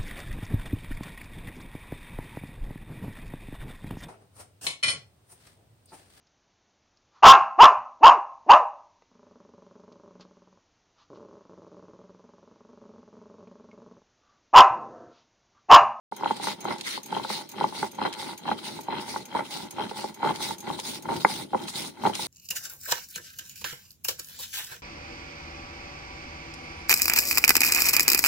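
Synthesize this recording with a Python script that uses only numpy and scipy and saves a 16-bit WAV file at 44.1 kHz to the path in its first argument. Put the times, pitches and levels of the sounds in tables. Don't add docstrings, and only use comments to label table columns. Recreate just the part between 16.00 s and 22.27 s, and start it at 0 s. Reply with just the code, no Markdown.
import sys
import numpy as np
from scipy import signal
from scipy.fft import rfft, irfft
from scipy.io import wavfile
from scipy.ndimage import uniform_filter1d

SR = 44100
rng = np.random.default_rng(int(sys.argv[2]) if len(sys.argv) > 2 else 0)


def dump(signal):
    limited = np.clip(np.atleast_2d(signal).T, -1, 1)
    pcm = np.round(limited * 32767).astype(np.int16)
    wavfile.write(sys.argv[1], SR, pcm)


N = 276507
TIME = np.arange(N) / SR
START_S, EDGE_HZ = 0.115, 15800
SCUFF_HELD_S, EASE_S = 0.012, 0.022

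# full_force_s, held_s, grind_db, rumble_db, crackle_db, hiss_db
PUSH_STROKES = [(0.246, 0.074, -31, -34, -40.5, -58.5), (0.676, 0.055, -29.5, -33, -40.5, -55.5),
                (1.133, 0.055, -34.5, -32, -40, -54), (1.597, 0.051, -33, -32.5, -39.5, -56.5),
                (2.021, 0.056, -32.5, -33, -38, -57.5), (2.488, 0.033, -33.5, -32, -35.0, -56.5),
                (2.914, 0.078, -32, -32.5, -39, -62), (3.362, 0.03, -28, -32, -39.5, -52.5),
                (3.799, 0.051, -34.5, -32.5, -38, -56.5), (4.262, 0.041, -27.5, -29, -37, -50),
                (4.682, 0.055, -35.0, -32, -45, -53), (5.1, 0.075, -34.5, -30, -44, -51.5),
                (5.556, 0.086, -40, -36.0, -48, -58), (6.053, 0.03, -28.5, -30, -38.5, -48.5)]
# start_s, crackle_db, hiss_db
TURN_SCUFFS = [(0.364, -52, -50), (0.795, -44, -54), (1.231, -37.5, -48), (1.681, -47, -49),
               (2.13, -36.5, -57), (2.581, -43.5, -49), (3.012, -49, -43), (3.449, -42, -48.5),
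               (3.892, -45, -48.5), (4.352, -39, -46), (4.787, -41, -42.5), (5.208, -47, -42.5),
               (5.68, -36, -38), (6.146, -34.5, -37)]
# full_speed_s, held_s, grind_db, rumble_db, hiss_db
PULL_STROKES = [(0.433, 0.099, -36.5, -40, -40), (0.87, 0.11, -53, -45, -38.5),
                (1.303, 0.12, -35.5, -44, -40), (1.756, 0.12, -36, -41, -41.5),
                (2.197, 0.14, -33, -44.5, -42), (2.648, 0.15, -38.5, -43, -43),
                (3.083, 0.14, -40, -43.5, -42.5), (3.523, 0.14, -35, -43.5, -40.5),
                (3.971, 0.13, -36, -42.5, -42.0), (4.418, 0.12, -35.5, -41, -35),
                (4.861, 0.12, -40.5, -41.5, -37.0), (5.294, 0.144, -39, -40, -36),
                (5.759, 0.13, -39, -41, -36), (6.2, 0.091, -39, -41.5, -35.5)]
PUSH_ENVELOPES = {"grind": (234, 12, 250), "rumble": (237, 12, 171), "crackle": (290, 4.1, 620),
                  "hiss": (214, -101, 270)}
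SCUFF_ENVELOPES = {"crackle": (980, 60, 1300), "hiss": (2000, 68, 310)}
PULL_ENVELOPES = {"grind": (290, 41, 530), "rumble": (510, -34, 380), "hiss": (560, 69.3, 690)}
REST_LEVELS = {"grind": -70, "rumble": -51.5, "crackle": -63, "hiss": -65}


def strokes():
    power = {layer: amp(db) ** 2 for layer, db in REST_LEVELS.items()}
    scuffs = [(s, SCUFF_HELD_S, *levels_db) for s, *levels_db in TURN_SCUFFS]
    phases = [(PUSH_STROKES, PUSH_ENVELOPES), (scuffs, SCUFF_ENVELOPES), (PULL_STROKES, PULL_ENVELOPES)]
    for movements, envelopes in phases:
        for full_s, held_s, *levels_db in movements:
            for layer, db in zip(envelopes, levels_db):
                power[layer] = power[layer] + swell(full_s, held_s, db, envelopes[layer])
    ease = max(round(EASE_S * SR), 1)
    return {layer: uniform_filter1d(10 * np.log10(p), ease) for layer, p in power.items()}


def swell(full_s, held_s, db, envelope):
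    rise, sag, fall = envelope
    age_s = TIME - full_s
    drop_db = rise * np.maximum(-age_s, 0)
    drop_db = drop_db + sag * np.clip(age_s, 0, held_s)
    drop_db = drop_db + fall * np.maximum(age_s - held_s, 0)
    return amp(db - np.minimum(drop_db, 100)) ** 2


def travel():
    ends_s = []
    for scuff, pull in zip(TURN_SCUFFS, PULL_STROKES):
        ends_s += [scuff[0], pull[0] + pull[1]]
    half_turns = np.interp(TIME, [START_S] + ends_s, np.arange(len(ends_s) + 1))
    return np.sin(np.pi * half_turns / 2) ** 2


# pitch_hz, width_hz, level_db, left_minus_right_db, left_lead_rad
STONE_MODES = [(216, 33, -7.5, -6, 0), (285, 71, -11.5, -8, 3.5), (397.6, 66, -8.5, -15, 1),
               (530, 39, -12, 14.5, 3.5), (640, 120, -17.5, 19, 0.5), (866.5, 93, 0, -4, 1),
               (911.5, 133, -1.5, -10.5, -1), (1016, 267, -6.5, 9, -2.5), (1090, 320, -10, 9.5, 0.4),
               (1334, 328, -9.5, 3.5, 1), (1567, 66, -12.5, 4, 3), (2054, 160, -10, 5, -0.1),
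               (2190, 170, -13, 0, 1.74)]


def grinding(grind_db, level_db=-3, across=0.084):
    crush = grains(per_s=1400, spread_db=5.5) * amp(2 * wander(rate_hz=25))
    crush = crush + across * rng.standard_normal((2, N))
    return evened(through(crush, ring(STONE_MODES))) * amp(grind_db + level_db)


# pitch_hz, density_db_per_hz
RUMBLE_SPECTRUM = [(25, -8), (50, -37), (80, -13.5), (120, -7.5), (165, -2), (240, -1.5), (350, 2),
                   (460, -11.5), (650, -11.5), (1200, -50.5)]
# pitch_hz, correlation
RUMBLE_LIKENESS = [(50, 0.94), (180, 0.83), (240, 1), (300, -0.65), (390, 0.35), (470, 0.7)]


def rumble(rumble_db, level_db=-3.5, lumps_db=2, cushioned_db=-4, bare_db=3, deep_hz=150):
    left, other = rfft(rng.standard_normal((2, N)))
    alike = np.clip(read(RUMBLE_LIKENESS, np.fft.rfftfreq(N, 1 / SR)), -1, 1)
    right = alike * left + np.sqrt(1 - alike ** 2) * other
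    pair = irfft([left, right], N)
    shake = evened(colour(pair, RUMBLE_SPECTRUM) * amp(lumps_db * wander(rate_hz=35)))
    return drift(shake, deep_hz, cushioned_db, bare_db) * amp(rumble_db + level_db)


# pitch_hz, width_hz, level_db
ROLLER_MODES = [(1220, 740, -6), (1990, 96, -33), (2730, 430, -6.5), (3190, 73, 3.5), (3600, 230, -8),
                (4066, 79, 2), (5030, 250, -17)]


def crackle(crackle_db, level_db=0):
    hz = np.fft.rfftfreq(N, 1 / SR)
    power = sum(amp(db) ** 2 / (1 + ((hz - f) / width) ** 2) ** 2 for f, width, db in ROLLER_MODES)
    husks = sandy(per_s=720, spread_db=4.0, decay_s=0.0012) * amp(1.2 * wander(rate_hz=63))
    rung = patchy(irfft(rfft(husks) * np.sqrt(power), N), depth_db=1.7)
    return evened(rung) * amp(crackle_db + level_db) * amp([[1.5], [-1.5]])


# pitch_hz, density_db_per_hz
HISS_SPECTRUM = [(500, -14), (1200, -6.5), (1750, -11), (2080, -1), (2500, -6.5), (3100, -4), (3900, 3),
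                 (4800, -2.5), (6000, -7.5), (7800, -13), (9300, -7), (11000, -16.5), (13000, -23),
                 (15600, -15.5)]


def sliding(hiss_db, reach, level_db=8.0, flutter_db=1, coarse_db=2, fine_db=-6.5, split_hz=5500,
            echo=0.06, near_s=0.000282, far_s=0.000614):
    grit = sandy(per_s=6000, spread_db=0.5, decay_s=0.00031) * amp(flutter_db * wander(rate_hz=27))
    hiss = patchy(colour(grit, HISS_SPECTRUM), depth_db=2.5)
    earlier_s = TIME - near_s - (far_s - near_s) * reach
    reflection = np.array([np.interp(earlier_s, TIME, ear) for ear in hiss])
    hiss = evened(hiss + echo * reflection)
    return drift(hiss, split_hz, coarse_db, fine_db) * amp(hiss_db + level_db)


# start_s, level_db, top_hz
SEED_KNOCKS = [(0.122, -23, 1150), (0.209, -28, 1110), (0.224, -27, 1670), (0.2341, -17.5, 1340),
               (0.2585, -13.5, 1080), (0.3077, -13.5, 1330), (0.398, -27.5, 1300), (0.4399, -23.5, 1530),
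               (0.471, -17, 2100), (0.4829, -20, 1580), (0.653, -18, 1400), (0.6822, -24, 1610),
               (0.7074, -20, 1830), (0.724, -23, 1270), (0.976, -23.5, 1240), (1.1254, -19.5, 1350),
               (1.1657, -19.5, 1320), (1.1703, -20, 1460), (1.1966, -24.5, 1280), (1.2477, -22, 1390),
               (1.3014, -18.5, 1290), (1.5849, -28, 1860), (1.61, -15.5, 1290), (1.6174, -23, 1110),
               (1.6412, -10.5, 1150), (1.7247, -29.5, 1360), (1.8281, -15.5, 1690), (1.8428, -23, 1540),
               (1.9865, -23, 1220), (2.015, -18, 1490), (2.0245, -21.5, 1680), (2.0511, -16.5, 1650),
               (2.059, -18, 1940), (2.0736, -25, 1760), (2.4556, -26, 1530), (2.479, -22, 1140),
               (2.4901, -17.5, 1120), (2.5151, -14, 1590), (2.789, -28.5, 1180), (2.884, -19.5, 1110),
               (2.925, -23, 1220), (3.1416, -28, 1920), (3.1607, -19.3, 1530), (3.349, -17.5, 1160),
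               (3.3555, -17.5, 1160), (3.3693, -19.5, 1830), (3.3904, -18, 1540), (3.4057, -21, 1880),
               (3.7835, -25, 1500), (3.7969, -20.5, 1060), (3.8112, -21, 1500), (3.9118, -24, 1280),
               (4.0415, -20, 1170), (4.2297, -16, 1320), (4.2448, -15.5, 1240), (4.2598, -17, 1120),
               (4.2722, -16.5, 1440), (4.2913, -19, 1090), (4.3061, -17.5, 1050), (4.4051, -25, 1400),
               (4.5072, -22.5, 1950), (4.701, -19, 1270), (4.789, -27.5, 1220), (5.0548, -26.5, 1980),
               (5.089, -20, 1530), (5.1017, -21, 1080), (5.118, -20.5, 1050), (5.1266, -22, 1240),
               (5.248, -1.5, 2120), (5.254, -21.5, 523), (5.5327, -17, 1050), (5.546, -13, 1080),
               (6.0365, -20.5, 1640), (6.052, -13.5, 1460), (6.0594, -15.5, 1100), (6.0698, -11.5, 1120),
               (6.0953, -19.5, 1170), (6.1929, -26, 1260)]


def knocks(level_db=2, detune=0.023, vary_db=3.5, damping_hz=110, thin_db=5):
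    out = np.zeros((2, N))
    for start_s, db, top_hz in SEED_KNOCKS:
        modes = np.array(STONE_MODES, float)
        modes[:, 0] *= 1 + detune * rng.standard_normal(len(modes))
        modes[:, 1] = np.hypot(modes[:, 1], damping_hz * amp(db))
        modes[:, 2] += thin_db * amp(db) * np.log2(modes[:, 0] / 800)
        modes[:, 2] += vary_db * max(1 - amp(db), 0) * rng.standard_normal(len(modes))
        cushion = signal.butter(4, top_hz, fs=SR, output="sos")
        blow = signal.sosfilt(cushion, ring(modes))
        add(out, start_s, blow * amp(db + level_db) / abs(blow).max())
    return out


# start_s, level_db
HUSK_SNAPS = [(0.3673, -31.5), (0.7836, -36), (0.8102, -25.5), (2.128, -29.5), (2.138, -27.5),
              (3.0071, -44), (4.359, -28.5), (4.7985, -25), (5.164, -31.5), (5.681, -40), (5.8212, -28),
              (6.1526, -22)]


def snaps(level_db=1, decay_s=0.0044):
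    out, t = np.zeros((2, N)), np.arange(1024) / SR
    for start_s, db in HUSK_SNAPS:
        crack = rng.standard_normal((2, len(t))) * np.exp(-t / decay_s)
        crack = colour(crack, [(700, -28), (2200, 5.5), (4000, 8.5), (11000, -2.5), (15000, -22)])
        add(out, start_s, crack * amp(db + level_db) / abs(crack.mean(0)).max())
    return out


# start_s, level_db
BANGLE_CLINKS = [(0.163, -33.5), (0.605, -33.5), (0.643, -34.5), (1.0316, -32.5), (1.059, -32), (1.49, -34),
                 (1.5144, -33.5), (1.914, -36), (1.9477, -42), (2.3764, -33), (2.8076, -35), (2.832, -39.5),
                 (3.2532, -34), (3.707, -29), (4.142, -36), (4.582, -34), (4.6034, -33.5), (5.0228, -36)]
# pitch_hz, level_db, t60_s
BANGLE_MODES = [(2340, -3.5, 0.13), (3980, -3, 0.017), (6470, 5.5, 0.11), (7200, -12.5, 0.077),
                (6900, -26, .06), (9100, 2, 0.058), (11660, -0.5, 0.088), (14640, 4, 0.056)]


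def clinks(level_db=-1, tick=1.76, tick_s=0.0093, rise_s=0.00092, chatter_hz=160):
    out, t = np.zeros((2, N)), np.arange(8192) / SR
    hz, mode_db, t60_s = np.transpose(BANGLE_MODES)[:, :, None]
    bins_hz = np.fft.rfftfreq(len(t), 1 / SR)
    for start_s, db in BANGLE_CLINKS:
        bands = rfft(rng.standard_normal((2, len(hz), len(t))))
        bands = bands / (1 + ((bins_hz - hz) / chatter_hz) ** 2)
        shares_db = mode_db + 3 * rng.standard_normal(mode_db.shape)
        tone = (evened(irfft(bands)) * amp(shares_db - 60 * t / t60_s)).sum(1)
        touch = rng.standard_normal((2, len(t))) * np.exp(-t / tick_s)
        touch = colour(touch, [(1000, -8), (3000, 8), (7000, 8.5), (14000, 4.5)])
        clink = (tone + tick * touch) * (1 - np.exp(-t / rise_s))
        add(out, start_s, clink * amp(db + level_db) / abs(clink.mean(0)).max())
    return out


# pitch_hz, t60_s
KITCHEN_DECAY = [(150, 0.21), (900, 0.22), (4000, 0.083), (15000, 0.32)]


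def kitchen(x, gap_s=0.006):
    taps = rng.standard_normal((2, SR // 2)) * (TIME[:SR // 2] > gap_s)
    hz, t, z = signal.stft(taps, SR, nperseg=256)
    decay_db = -60 * t / read(KITCHEN_DECAY, hz)[:, None]
    tail = signal.istft(z * amp(decay_db), SR)[1]
    return through(x, tail / np.linalg.norm(tail[0]))


def grains(per_s, spread_db):
    size = amp(spread_db * np.minimum(rng.exponential(1, N), 4))
    struck = rng.random(N) < per_s / SR
    return evened(size * rng.choice([-1, 1], N) * struck)


def sandy(per_s, spread_db, decay_s):
    keep = np.exp(-2 / (decay_s * SR))
    power = signal.lfilter([1 - keep], [1, -keep], grains(per_s, spread_db) ** 2)
    return np.sqrt(power) * rng.standard_normal((2, N))


def patchy(x, depth_db):
    z = signal.stft(x, nperseg=512)[2]
    field = uniform_filter1d(rng.standard_normal(z.shape[1:]), size=9, axis=0)
    field = uniform_filter1d(field, size=6, axis=1)
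    return signal.istft(z * amp(depth_db * evened(field)))[1][:, :N]


def ring(modes):
    t = np.arange(4096) / SR
    ear, out = np.array([[.5], [-.5]]), 0
    for hz, width_hz, db, left_db, lead_rad in modes:
        age = np.pi * width_hz * t
        envelope = width_hz * age * np.exp(-age)
        tone = np.sin(2 * np.pi * hz * t + ear * lead_rad)
        out = out + amp(db + ear * left_db) * envelope * tone
    return out


def wander(rate_hz):
    hz = np.fft.rfftfreq(N, 1 / SR)
    return evened(irfft(rfft(rng.standard_normal(N)) / (1 + (hz / rate_hz) ** 2), N))


def drift(x, split_hz, first_db, last_db):
    low = signal.sosfiltfilt(signal.butter(2, split_hz, fs=SR, output="sos"), x)
    return x - low + low * amp(np.interp(TIME, [0, TIME[-1]], [first_db, last_db]))


def colour(x, spectrum):
    size = x.shape[-1]
    return irfft(rfft(x) * amp(read(spectrum, np.fft.rfftfreq(size, 1 / SR))), size)


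def through(x, response):
    return signal.oaconvolve(np.atleast_2d(x), response, axes=1)[:, :N]


def add(mix, start_s, sound):
    part = mix[:, round(start_s * SR):][:, :sound.shape[1]]
    part += sound[:, :part.shape[1]]


def read(points, hz):
    f, value = np.transpose(points)
    return np.interp(np.log(hz + 1), np.log(f), value)


def evened(x):
    return x / np.sqrt(np.mean(x ** 2) + 1e-20)


def amp(db):
    return 10 ** (np.asarray(db) / 20)


def scene():
    db = strokes()
    dry = grinding(db["grind"]) + rumble(db["rumble"])
    dry = dry + crackle(db["crackle"]) + sliding(db["hiss"], travel())
    dry = dry + knocks() + snaps() + clinks()
    return dry + amp(-16) * kitchen(dry)


def record(dry, bass_hz=65):
    opened = dry * (TIME > START_S)
    thin = signal.sosfilt(signal.butter(2, bass_hz, "high", fs=SR, output="sos"), opened)
    low_pass = signal.firwin(511, EDGE_HZ, window=("kaiser", 9), fs=SR)
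    return signal.oaconvolve(thin, low_pass[None], "same", axes=1)


dry = scene()
out = record(dry)
dump(out)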